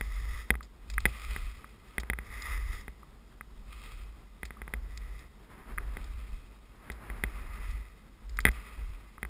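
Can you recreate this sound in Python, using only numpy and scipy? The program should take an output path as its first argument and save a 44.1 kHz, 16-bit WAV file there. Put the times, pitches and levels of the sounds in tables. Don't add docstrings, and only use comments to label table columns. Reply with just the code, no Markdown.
import sys
import numpy as np
from scipy import signal
from scipy.fft import rfft, irfft, next_fast_len
from scipy.io import wavfile
from scipy.ndimage import uniform_filter1d, map_coordinates

SR = 44100
rng = np.random.default_rng(int(sys.argv[2]) if len(sys.argv) > 2 else 0)


def file_out(sig):
    cols = np.atleast_2d(sig).T
    lim = np.clip(cols, -1, 1)
    pcm = np.round(lim * 32767).astype(np.int16)
    wavfile.write(sys.argv[1], SR, pcm)


N = 409688

# start_s, rise_s, hold_s, fall_s, swish_db, grit_over_swish_db, side (0..1)
TURN_SPRAYS = [(-0.05, 0.062, 0.39, 0.15, -49.5, -4.5, 0.12), (0.732, 0.38, 0.25, 0.51, -48.5, -5, 0.78),
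               (1.744, 0.14, 0.046, 0.23, -62, -5, 0.8), (2.099, 0.26, 0.17, 0.35, -43.5, -8.5, 0.09),
               (2.547, 0.18, 0.053, 0.16, -49, -4.5, 0.13), (3.605, 0.12, 0.16, 0.44, -54.5, -4.5, 0.97),
               (4.36, 0.074, 0.05, 0.83, -66.5, -7, 0.2), (4.68, 0.24, 0.29, 0.22, -58.5, -9, 0.2),
               (5.637, 0.27, 0.34, 1, -59.5, -7.5, 1), (6.86, 0.38, 0.44, 0.52, -52.5, -10, 0.56),
               (8.344, 0.22, 0.034, 0.87, -51, -9, 0.82)]
# pitch_hz, level_db
SIDE_0_SPECTRUM = [(100, -27), (400, -15.5), (750, -14.5), (1200, -8), (1500, -17), (2000, -15),
                   (2350, -25), (3250, -23.5), (3700, -19), (4150, -29.5), (4800, -23), (5500, -20.5)]
SIDE_1_SPECTRUM = [(100, -23), (400, -17), (800, -18.5), (1200, -7.5), (1900, -28.5), (2650, -17),
                   (3100, -19), (3550, -26), (4100, -20.5), (5500, -32)]
# pitch_hz, width_hz, boost_db
SHELL_MODES = [(217.5, 52, 8), (415, 176, 7), (1252, 220, 8), (2017, 666, 23), (2512, 286, 11),
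               (3234, 150, 7), (3453, 140, 9.5), (3740, 190, 9.5), (4540, 180, 4.5), (5000, 320, 10.5),
               (5670, 830, 7.5)]
# start_s, energy_db, t60_s
CRUMB_HITS = [(0.628, -24.5, 0.11), (0.9, -15.5, 0.053), (0.937, -21, 0.029), (1.004, -19.5, 0.022),
              (1.999, -15.5, 0.031), (2.421, -15, 0.021), (4.453, -18.5, 0.065), (4.975, -18.5, 0.013),
              (5.192, -27.5, 0.025), (6.042, -27, 0.018), (6.918, -23, 0.063), (7.71, -29.5, 0.032),
              (8.294, -26.5, 0.03), (8.371, -21, 0.03), (8.404, -15, 0.044), (8.516, -25, 0.015)]
# pitch_hz, level_db
CRUMB_SPECTRUM = [(500, -13.5), (1300, -15), (2000, -21.5), (3000, -16), (4200, -4.5), (5500, -10.5)]
# start_s, energy_db, weight (0 light tick .. 1 full knock)
MOUNT_KNOCKS = [(0.011, -6.5, 0.87), (0.505, 6.5, 0.9), (0.541, -18, 0.33), (0.554, -15, 0.8),
                (0.608, -19.5, 0.15), (0.981, -1, 0.21), (1.055, 6, 0.91), (1.061, -2, 0.87),
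                (1.363, -9, 0.73), (1.644, -20, 0.25), (1.982, -2.5, 0.88), (2.034, -17.5, 0.72),
                (2.1, -1.5, 0.89), (2.134, -9, 0.52), (2.188, -11, 0.74), (2.881, -15.5, 0.86),
                (3.031, -25.5, 0.27), (3.41, -15, 0.37), (4.432, -10.5, 0.83), (4.507, -16.5, 0.69),
                (4.569, -26, 0.15), (4.618, -14.5, 0.78), (4.679, -17, 0.66), (4.738, -6.5, 0.81),
                (5.778, -14.5, 0.05), (5.783, -6.5, 0.19), (5.97, -13.5, 0.9), (6.901, -11.5, 0.9),
                (7.101, -14.5, 0.79), (7.238, -1, 0.89), (8.389, -2.5, 0.14), (8.453, 10, 0.91),
                (8.46, -6, 0.59), (8.467, -1.5, 0.96), (8.475, -4.5, 0.096), (8.483, -7.5, 1),
                (8.488, -3.5, 0.78), (9.181, -22, 0.51), (9.23, -7.5, 0.78), (9.251, -15, 0.66)]
# pitch_hz, level_db
KNOCK_SPECTRUM = [(60, -21), (130, 4), (180, 4), (270, -4), (600, -8.5), (850, -7), (1200, -22.5),
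                  (1550, -7.5), (2000, -12), (2800, -19), (3300, -12.5), (5500, -30)]
TICK_SPECTRUM = [(60, -15), (130, -8.5), (400, -27), (800, -20), (1200, -4.5), (1600, -0.5), (2000, -14),
                 (2500, -19), (3000, -27.5), (5500, -51)]
SHAKE_SPECTRUM = [(60, -26), (120, 5), (200, -11), (400, -7.5), (800, -12.5), (1500, -24.5), (4000, -48.5)]
# pitch_hz, share of the boost
HOLLOW_SHARE = [(700, 0.65), (1150, 0.97), (1700, 0)]
# start_s, hold_s, level_db
EDDIES = [(-0.12, 0.31, -35), (0.786, 0.066, -34), (1.13, 0.17, -35.5), (2.16, 0.027, -40),
          (2.342, 0.22, -34.5), (3.4, 0.55, -48), (3.81, 0.048, -42), (4.622, 0.38, -41.5),
          (5.586, 0.43, -38), (6.157, 0.036, -38), (6.97, 0.63, -40.5), (7.535, 0.03, -33.5),
          (8.158, 0.2, -36.5), (8.65, 0.087, -37)]
# start_s, rise_s, hold_s, fall_s, level_db
HEADWIND_GUSTS = [(1.713, 0.27, 0.3, 0.22, -60.5), (4.35, 0.2, 0.2, 1, -62.5),
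                  (5.34, 0.19, 0.42, 0.58, -54.5), (6.61, 0.26, 0.72, 0.45, -54),
                  (8.193, 0.15, 0.38, 1.0, -60)]
# pitch_hz, level_db
STREAM_SPECTRUM = [(20, -17.5), (100, 3), (280, -5.5), (500, -11.5), (730, -12), (1050, -11), (1400, -15),
                   (2000, -21), (3500, -22.5), (5500, -27.5)]
# pitch_hz, level_db
BOOM_SPECTRUM = [(8, -37.5), (20, -10.0), (30, -5), (42, -0.5), (51, 6), (60, -6.5), (72, -12.5),
                 (90, -20.0), (130, -31.5), (250, -54.5)]
# pitch_hz, share of the boost
AIR_COUPLING = [(400, 0.68), (2400, 0.083)]
# pitch_hz, boost_db
GUST_BRIGHTNESS = [(100, -6.5), (400, -2), (1200, 3), (2100, 8), (3500, -5)]


def powder(glide_db=-73, build_db_per_s=10):
    sides = np.array([spray_on_shell(SIDE_0_SPECTRUM), spray_on_shell(SIDE_1_SPECTRUM)])
    power = np.full((2, 2, N), amp(glide_db) ** 2 / 2)
    for start, rise, hold, fall, swish_db, grit_db, side in TURN_SPRAYS:
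        shares = np.outer([1 - side, side], amp([swish_db, swish_db + grit_db]) ** 2)
        power += shares[..., None] * swell(start, rise, hold, fall, build_db_per_s) ** 2
    clumps = amp(1.4 * wobble(rate_hz=45))
    return clumps * (np.sqrt(power) * sides).sum((0, 1))


def spray_on_shell(spectrum, split_hz=2900):
    flakes = rng.standard_normal(N) + 0.47 * patter(rate_hz=170, spread_db=6.0)
    ring = impulse(lambda hz: along(spectrum, hz) + shell_db(hz))
    hiss = signal.fftconvolve(flakes, ring)[:N]
    swish = filtered(hiss, lambda hz: 1 / (1 + (hz / split_hz) ** 20))
    return np.array([unit(swish), unit(hiss - swish)])


def patter(rate_hz, spread_db):
    size = amp(spread_db * np.minimum(rng.exponential(size=N), 3))
    lands = rng.random(N) < rate_hz / SR
    return unit(lands * size * rng.choice([-1, 1], N))


def shell_db(hz):
    return sum(db / (1 + (2 * (hz - centre) / width) ** 2) for centre, width, db in SHELL_MODES)


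def crumbs(hit_t60_s=0.022, shower_db=-5):
    out, t = np.zeros(N), np.arange(SR // 10) / SR
    ring = impulse(lambda hz: along(CRUMB_SPECTRUM, hz) + shell_db(hz))
    for start, db, t60 in CRUMB_HITS:
        clumps = np.repeat(rng.uniform(-1.6, 1.6, len(t)), SR // 1000)[:len(t)]
        hit = amp(-60 * t / hit_t60_s)
        shower = amp(shower_db + 8.8 * clumps - 60 * t / t60)
        burst = signal.fftconvolve((hit + shower) * rng.standard_normal(len(t)), ring)
        add(out, start, amp(db) * burst / np.linalg.norm(burst))
    return out


def knocks(rebound_s=0.002458, boom_hz=56, boom_rise_s=0.0029, boom_t60_s=0.28, shake_t60_s=0.14):
    out, t = np.zeros(N), np.arange(SR // 3) / SR
    boom_envelope = amp(-24.5 - 60 * t / boom_t60_s) * (1 - np.exp(-t / boom_rise_s))
    boom = -np.sin(2 * np.pi * boom_hz * t) * boom_envelope
    shake_envelope = amp(-44 - 60 * t / shake_t60_s)
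    mount = impulse(lambda hz: along(SHAKE_SPECTRUM, hz))
    for start, db, weight in MOUNT_KNOCKS:
        hollow_db = 2.22 * np.exp(-db / 9)
        drive = lambda hz: weight * along(KNOCK_SPECTRUM, hz) + (1 - weight) * along(TICK_SPECTRUM, hz)
        click = impulse(lambda hz: drive(hz) + hollow_db * along(HOLLOW_SHARE, hz) + shell_db(hz))
        shake = signal.fftconvolve(rng.standard_normal(len(t)) * shake_envelope, mount)
        add(out, start, amp(db) * click)
        add(out, start + rebound_s, 0.19 * amp(db) * click)
        add(out, start, amp(0.57 * db) * weight ** 2 * boom)
        add(out, start, amp(db) * weight ** 2 * shake)
    return out


def wind(calm_db=-54.5, stream_db=-59.5):
    eddies = [amp(db) * swell(start, 0.16, hold, 0.22) for start, hold, db in EDDIES]
    buffet = together([amp(calm_db)] + eddies)
    gust = together(amp(db) * swell(*timing) for *timing, db in HEADWIND_GUSTS)
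    boom = noise(lambda hz: along(BOOM_SPECTRUM, hz))
    swing = np.sqrt(np.abs(uniform_filter1d(boom ** 2, int(0.06 * SR))) + 1e-4)
    boom = unit(boom / swing ** 0.6)
    colour_db = lambda hz: along(STREAM_SPECTRUM, hz) + along(AIR_COUPLING, hz) * shell_db(hz)
    stream = noise(colour_db)
    rush = noise(lambda hz: colour_db(hz) + along(GUST_BRIGHTNESS, hz))
    flutter = amp(1.6 * wobble(rate_hz=25))
    return buffet * boom + flutter * (amp(stream_db) * stream + gust * rush)


def swell(start_s, rise_s, hold_s, fall_s, build_db_per_s=0, depth_db=26):
    t = np.arange(N) / SR - start_s
    outside = np.maximum(1 - t / rise_s, 0) + np.maximum(t - rise_s - hold_s, 0) / fall_s
    hold_left_s = np.clip(rise_s + hold_s - t, 0, hold_s)
    return amp(-depth_db * outside - build_db_per_s * hold_left_s)


def together(gains):
    return np.sqrt(sum(gain ** 2 for gain in gains))


def amp(db):
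    return 10 ** (np.asarray(db) / 20)


def unit(x):
    return x / np.sqrt(np.mean(x ** 2) + 1e-20)


def along(points, hz):
    pitches, values = np.transpose(points)
    return np.interp(np.log(hz + 1), np.log(pitches + 1), values)


def wobble(rate_hz):
    knots = rng.standard_normal(int(N * rate_hz / SR) + 4)
    return map_coordinates(knots, [np.arange(N) * rate_hz / SR])


def filtered(x, gain):
    size = next_fast_len(N + SR // 2)
    return irfft(rfft(x, size) * gain(np.fft.rfftfreq(size, 1 / SR)), size)[:N]


def noise(level_db):
    return unit(filtered(rng.standard_normal(N), lambda hz: amp(level_db(hz))))


def impulse(level_db, size=2048):
    cepstrum = irfft(np.log(amp(level_db(np.fft.rfftfreq(size, 1 / SR)))))
    cepstrum[1:size // 2] *= 2
    cepstrum[size // 2 + 1:] = 0
    click = irfft(np.exp(rfft(cepstrum)))
    return click / np.linalg.norm(click)


def add(track, start_s, sound):
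    span = track[max(0, round(start_s * SR)):][:len(sound)]
    span += sound[:len(span)]


def scene():
    return (wind() + powder() + crumbs() + knocks())[None]


def record(dry, band_hz=5600, hold_hz=12000, rolloff_hz=15200, top_hz=16500):
    narrow = filtered(dry[0], lambda hz: 1 / np.sqrt(1 + (hz / band_hz) ** 50))
    coarse = signal.resample_poly(narrow, hold_hz, SR, window=("kaiser", 3))
    steps = signal.resample_poly(np.repeat(coarse, 4), SR, 4 * hold_hz)[:N]
    hiss = amp(-81.0) * rng.standard_normal(N)
    return filtered(steps + hiss, lambda hz: (hz < top_hz) / np.sqrt(1 + (hz / rolloff_hz) ** 90))[None]


dry = scene()
out = record(dry)
file_out(out)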